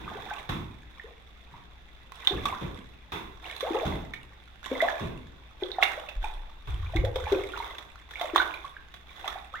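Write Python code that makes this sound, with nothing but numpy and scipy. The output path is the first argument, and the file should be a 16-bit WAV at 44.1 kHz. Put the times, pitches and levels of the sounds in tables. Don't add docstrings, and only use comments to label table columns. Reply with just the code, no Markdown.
import sys
import numpy as np
from scipy import signal
from scipy.fft import rfft, irfft
from scipy.io import wavfile

SR = 44100
rng = np.random.default_rng(int(sys.argv[2]) if len(sys.argv) > 2 else 0)


def unload_audio(sound):
    columns = np.transpose(np.atleast_2d(sound))
    steps = np.round(np.clip(columns, -1, 1) * 32767)
    wavfile.write(sys.argv[1], SR, steps.astype(np.int16))


N = 423360
TIME = np.arange(N) / SR
BINS = np.fft.rfftfreq(N, 1 / SR)

# [f/Hz, level/dB per Hz, relative]
HISS_COLOUR = [(20, 2), (45, 6.5), (110, -7), (300, -14), (1100, -23.5), (2700, -18), (3550, -34.5),
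               (4400, -30.5), (8000, -45.5), (16000, -84)]
# [f/Hz, t60/s]
ROOM_RING = [(100, 0.41), (400, 0.72), (1500, 0.47), (4000, 0.21), (14000, 0.41)]
# [f/Hz, likeness]
LIKENESS = [(60, 0.77), (250, 0.59), (600, 0.24), (1200, 0)]
# [t/s, rumble level/dB, upper edge f/Hz, t60/s, water rush level/dB]
BLOWS = [(0, -40.5, 550, 1.14, -43), (.491, -26, 448, 0.21, -30.5), (0.519, -31.5, 340, 0.81, -49),
         (1.521, -50, 303, 0.81, -52), (2.324, -31.5, 573, 0.89, -54), (2.612, -31, 530, 0.73, -37),
         (3.12, -40, 510, 0.86, -29), (3.852, -26.5, 437, 0.78, -31.5), (5.005, -30, 440, 0.81, -36),
         (6.16, -29, 29.4, 1.44, -70), (6.673, -26, 95, 1.24, -38.5), (6.949, -20.5, 110, 0.62, -49),
         (7.041, -32, 87.4, 1.65, -67)]
# [t/s, level/dB]
CRACKS = [(0.493, -24.5), (2.273, -18), (2.455, -18), (3.123, -35), (3.607, -21), (4.136, -30.5),
          (4.816, -20.5), (4.885, -29), (5.826, -17), (5.832, -12.5), (6.089, -30), (6.961, -24.5),
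          (7.049, -26), (7.158, -23.5), (7.322, -22.5), (7.783, -28.5), (8.109, -31), (8.196, -31),
          (8.212, -22), (8.36, -12.5), (8.94, -34), (9.277, -20)]
# [f/Hz, level/dB per Hz, relative]
SPRAY_COLOUR = [(80, -42), (300, 2), (900, 13.5), (2000, 14.5), (2900, 4.5), (3500, 21.5), (3850, 13.5),
                (4400, -2), (6000, -1), (8000, -10), (16000, -9.5)]
# [f/Hz, level/dB per Hz, relative]
WASH_COLOUR = [(60, -30), (170, -33), (330, 5.5), (600, -11.5), (1000, 5.5), (1800, -12.5), (2700, -4),
               (4500, -62), (9000, -37)]
# [f/Hz, level/dB, relative]
SMALL_BUBBLES = [(430, -10.5), (850, 4), (1400, -0.5), (2100, 6), (2800, 3), (3600, -32)]
# [entry t/s, gathers speed for/s, pushes on for/s, level/dB]
HAND_STROKES = [(-.05, 0.13, 0.31, -42.5), (.76, 0.24, 0.067, -57), (1.25, 0.29, 0.032, -57.5),
                (2.121, 0.16, 0.23, -39), (3.418, 0.04, 0.016, -38), (3.6, 0.07, 0.19, -37),
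                (4.63, 0.11, .17, -36.5), (5.58, 0.032, 0.39, -45.5), (5.808, 0.0067, 0.022, -33.5),
                (6.21, 0.017, 0.0078, -40.5), (6.65, 0.19, 0.13, -47), (7.14, .16, 0.053, -36.5),
                (7.48, 0.1, 0.072, -38.5), (8.09, 0.13, 0.024, -38.5), (8.349, 0.0083, 0.03, -31.5),
                (9.06, 0.18, 0.035, -40.5), (9.521, 0.0091, .01, -46)]
# [t/s, starting f/Hz, peak level/dB, starting pitch rise/octaves per s]
LARGE_BUBBLES = [ (.078, 1194, -29, 1.5), (.116, 844, -35.5, 1), (.151, 408, -37, 6.5),
                 (.307, 1570, -27, 0), (.312, 778, -28, 5), (.997, 1900, -32, 2), (1.04, 408.4, -41, 14),
                 (1.539, 947, -40, 5.5), (2.2723, 3610, -6.5, 1.5), (2.306, 381, -28, 4.5),
                 (2.455, 1108, -18.5, 1), (2.525, 1000, -26, 15), (3.627, 470, -23.5, 18.5),
                 (3.667, 810, -31, 4.5), (3.704, 323, -22, -3.5), (3.745, 405, -22, 13.5),
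                 (3.756, 813, -24, 7.5), (3.83, 591, -24.5, 13), (4.136, 1800, -29, 3),
                 (4.137, 2185, -30, 7), (4.71, 275, -26, -0.5), (4.713, 488.6, -23.5, 9),
                 (4.804, 1897, -17.5, 12), (4.823, 576, -14.5, 13), (4.874, 770, -28.5, 15),
                 (4.885, 1740, -15.5, -5.5), (5.621, 364, -24, 2.5), (5.635, 3510, -23, 0),
                 (5.717, 3710, -23.5, 0), (5.784, 790, -18.5, -2), (5.826, 2160, -7, -4.5),
                 (5.826, 790, -20, -4), (5.8315, 2730, -13.5, 4), (5.975, 596, -29.5, 4.5),
                 (6.087, 2560, -31, 12), (6.24, 823, -26, 10), (6.935, 675, -31, 11.5),
                 (6.952, 324, -24, 4), (6.968, 2070, -25, 9.5), (7.037, 486, -22.5, 11),
                 (7.157, 464, -22.5, 4.5), (7.268, 854, -25.5, 4.5), (7.317, 402, -17.5, 2.5),
                 (7.327, 376, -16.5, -2.5), (7.351, 370, -23, 1.5), (7.536, 1386, -29, 8),
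                 (7.601, 902, -25, 3.5), (8.156, 2190, -28.5, 8), (8.211, 703, -24, 4),
                 (8.243, 572, -26, -0.5), (8.333, 340, -25, 1.5), (8.3598, 1170, -5, -10),
                 (8.379, 3530, -16.5, 15), (8.4, 1494, -13.5, 9), (8.539, 2410, -28, 2),
                 (8.644, 1044, -32.5, 11), (8.766, 1646, -32, 0), (9.242, 733, -33, 13),
                 (9.279, 1167, -29, 10), (9.356, 787, -30.5, 3), (9.539, 1080, -30, 42.5)]

HUM_HZ, HUM_DB, HISS_DB = 60, -56.5, -54
EDGE_HZ = 16250


def amp(db):
    return 10 ** (np.asarray(db) / 20)


def unit(x):
    return x / np.sqrt(np.mean(x ** 2) + 1e-20)


def read(points, hz):
    f, value = np.transpose(points)
    return np.interp(np.log(hz + 1), np.log(f), value)


def add(mix, s, sound):
    start = max(round(s * SR), 0)
    part = mix[:, start:][:, :sound.shape[1]]
    part += sound[:, :part.shape[1]]


def pan(db):
    gains = amp([[db / 2], [-db / 2]])
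    return gains / gains.mean()


def colour(x, spectrum):
    return irfft(rfft(x) * unit(amp(read(spectrum, BINS))), N)


def diffuse(x):
    a, b = rfft(x)
    same = np.clip(read(LIKENESS, BINS), -1, 1)
    right = same * a + np.sqrt(1 - same ** 2) * b
    return irfft(np.array([a, right]), N)


def noise():
    return diffuse(rng.standard_normal((2, N)))


def fade(t, t60):
    return np.exp(-np.log(1000) * t / t60)


def hum():
    return amp(HUM_DB) * np.sqrt(2) * np.sin(2 * np.pi * HUM_HZ * TIME)


def hiss(side_db=3.3):
    return amp(HISS_DB) * pan(side_db) * colour(noise(), HISS_COLOUR)


def bathroom(x, tub_db=-11, tub_t60=0.051, tail_db=-6, side_db=-2):
    hits = (rng.random(N) < 2000 / SR) * (TIME > .002)
    near = diffuse(rng.standard_normal((2, N)) * hits)[:, :SR]
    near *= fade(TIME[:SR], tub_t60)
    hz, t, z = signal.stft(noise()[:, :SR], SR, nperseg=256)
    z = z * fade(t, read(ROOM_RING, hz)[:, None])
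    tail = signal.istft(z, SR, nperseg=256)[1][:, :SR]
    tail *= np.minimum(TIME[:SR] / 0.014, 1)
    echoes = (amp(tub_db) * unit(near) + amp(tail_db) * unit(tail)) / np.sqrt(SR)
    return x + pan(side_db) * signal.fftconvolve(x, echoes, axes=1)[:, :N]


def thumps(attack_s=0.01, low_hz=24, knee_hz=110, apart_db=-13):
    out, t, hz = np.zeros((2, N)), TIME[:SR], np.fft.rfftfreq(SR, 1 / SR)
    for s, db, edge_hz, t60, _ in BLOWS:
        shape = hz ** 2 / (hz ** 2 + low_hz ** 2)
        shape = shape / np.hypot(1, hz / knee_hz) / np.hypot(1, (hz / edge_hz) ** 5)
        mid, side = rfft(rng.standard_normal((2, SR)))
        side = side * amp(apart_db) * np.minimum(hz / knee_hz, 4)
        rumble = unit(irfft(np.array([mid + side, mid - side]) * shape, SR))
        swell = 1 - np.exp(-t / attack_s)
        add(out, s, amp(db) * rumble * swell * fade(t, t60))
    return out


def rushes(decay_s=0.073, bright=0.74, side_db=-4):
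    level = np.zeros(N)
    for s, _, _, _, db in BLOWS:
        level += amp(db) * (TIME > s) * np.exp(-abs(TIME - s) / decay_s)
    water = (colour(noise(), WASH_COLOUR) + bright * colour(noise(), SPRAY_COLOUR)) / 2
    return pan(side_db) * level * water


def slaps(rise_s=0.00023, decay_s=0.0068, scatter=0.12, scatter_s=0.007, side_db=-5):
    out, t = np.zeros((2, N)), np.arange(SR // 8) / SR
    falling = np.exp(-t / decay_s) + scatter * np.exp(-t / scatter_s)
    shape = (1 - np.exp(-t / rise_s)) * falling
    for s, db in CRACKS:
        add(out, s, amp(db) * .5 * shape * rng.standard_normal((2, len(t))))
    return pan(side_db) * colour(out, SPRAY_COLOUR)


def stir(entry_db, settle_db_per_s, ripple_db):
    power = amp(ripple_db) ** 2
    for s, swell_s, hold_s, db in HAND_STROKES:
        t = TIME - s
        building = entry_db * np.clip(1 - t / swell_s, 0, 1)
        settling = settle_db_per_s * np.maximum(t - swell_s - hold_s, 0)
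        power = power + (t > 0) * amp(db + building - settling) ** 2
    return np.sqrt(power)


def bubble(hz, t60, rise, side_db, wobble=0.092, wobble_cycles=3):
    t = np.arange(int(max(t60, .005) * SR)) / SR
    knots = rng.standard_normal(128)
    waver = np.interp(t * hz / wobble_cycles, np.arange(len(knots)), knots)
    waver = wobble * waver * min(1, np.sqrt(600 / hz))
    late = 1.6e-5 * np.maximum([[-side_db], [side_db]], 0)
    t = np.maximum(t - late, 0)
    pitch = hz * 2 ** (np.tanh(rise * t) + waver)
    turns = np.cumsum(pitch * (t > 0), axis=1) / SR
    ring = (1 - np.exp(-turns ** 2)) * fade(t, t60)
    return pan(side_db) * ring / ring.max() * np.sin(2 * np.pi * turns)


def drips(count=220, low_hz=1000, high_hz=4000, drip_db=-1, spread_db=4, t60_s=0.018, tick_db=-4,
          side_db=-6):
    out = np.zeros((2, N))
    fizz = colour(noise(), SPRAY_COLOUR)
    for when, width, size, climb, place in rng.random((count, 5)):
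        hz = low_hz * (high_hz / low_hz) ** width
        plink = bubble(hz, t60_s, 15 * climb, side_db + 16 * (place - .5))
        grain = fizz[:, int(when * N / 2):][:, :plink.shape[1]]
        tick = amp(tick_db) * abs(plink) * grain
        gain = amp(spread_db * min(-np.log(size), 2.5))
        add(out, when * N / SR, gain * (plink + tick))
    return amp(drip_db) * out * stir(entry_db=-2, settle_db_per_s=45.5, ripple_db=-57)


def spray(per_s=700, spread_db=4, drops_db=-12, fizz_db=-14, side_db=-6):
    size = amp(spread_db * np.minimum(rng.exponential(1, N), 3.5))
    drops = size * (rng.random(N) < per_s / SR)
    burst = signal.lfilter([1], [1, -np.exp(-1000 / SR)], drops)
    sound = (amp(drops_db) * unit(burst) + amp(fizz_db)) * noise()
    skim = stir(entry_db=-9.5, settle_db_per_s=66.5, ripple_db=-54.5)
    return pan(side_db) * colour(sound * skim, SPRAY_COLOUR)


def gurgle(count=2600, low_hz=430, high_hz=3500, spread_db=5, ring_cycles=34, swarm_db=-5,
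           wash_db=-11, side_db=-5):
    out = np.zeros((2, N))
    for when, width, size, damping, climb, place in rng.random((count, 6)):
        hz = low_hz * (high_hz / low_hz) ** width
        gain = amp(spread_db * min(-np.log(size), 2.5) + read(SMALL_BUBBLES, hz))
        t60 = ring_cycles * (.5 + damping) / np.sqrt(hz * 1000)
        ringing = bubble(hz, t60, 12 * climb, side_db + 20 * (place - .5))
        add(out, when * N / SR, gain * ringing)
    wash = amp(wash_db) * pan(side_db) * colour(noise(), WASH_COLOUR)
    depth = stir(entry_db=-21, settle_db_per_s=78, ripple_db=-61)
    return depth * amp(swarm_db) * (unit(out) + wash)


def plops(t60_at_1khz=0.038, count=4, shed_db=-10.5, shed_s=0.036, low_hz=230,
          side_at_1khz_db=-2.5, side_db_per_octave=-4):
    out = np.zeros((2, N))
    for s, hz, db, rise in LARGE_BUBBLES:
        t60 = t60_at_1khz * (1000 / hz) ** 0.63 * (1 + rise / 12)
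        side_db = side_at_1khz_db + side_db_per_octave * np.log2(hz / 1000)
        add(out, s, amp(db) * bubble(hz, t60, rise, side_db))
        for delay, smaller, loud in rng.random((count, 3)):
            ratio = min(2 ** (1.5 * smaller), 3700 / hz)
            gain = amp(db + shed_db - 10 * loud * delay) / ratio ** .5
            gain = gain * min(1, np.sqrt(600 / hz))
            add(out, s + shed_s * delay, gain * bubble(hz * ratio, t60 / ratio, 10 * loud, side_db))
    low_cut = signal.butter(4, low_hz, "high", fs=SR, output="sos")
    return signal.sosfilt(low_cut, out)


def scene():
    water = plops() + gurgle() + spray() + drips() + slaps() + rushes()
    return hum() + hiss() + thumps() + bathroom(water)


def record(dry):
    low_pass = signal.firwin(511, EDGE_HZ, window=("kaiser", 9), fs=SR)
    return signal.oaconvolve(dry, low_pass[None], "same")


dry = scene()
out = record(dry)
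unload_audio(out)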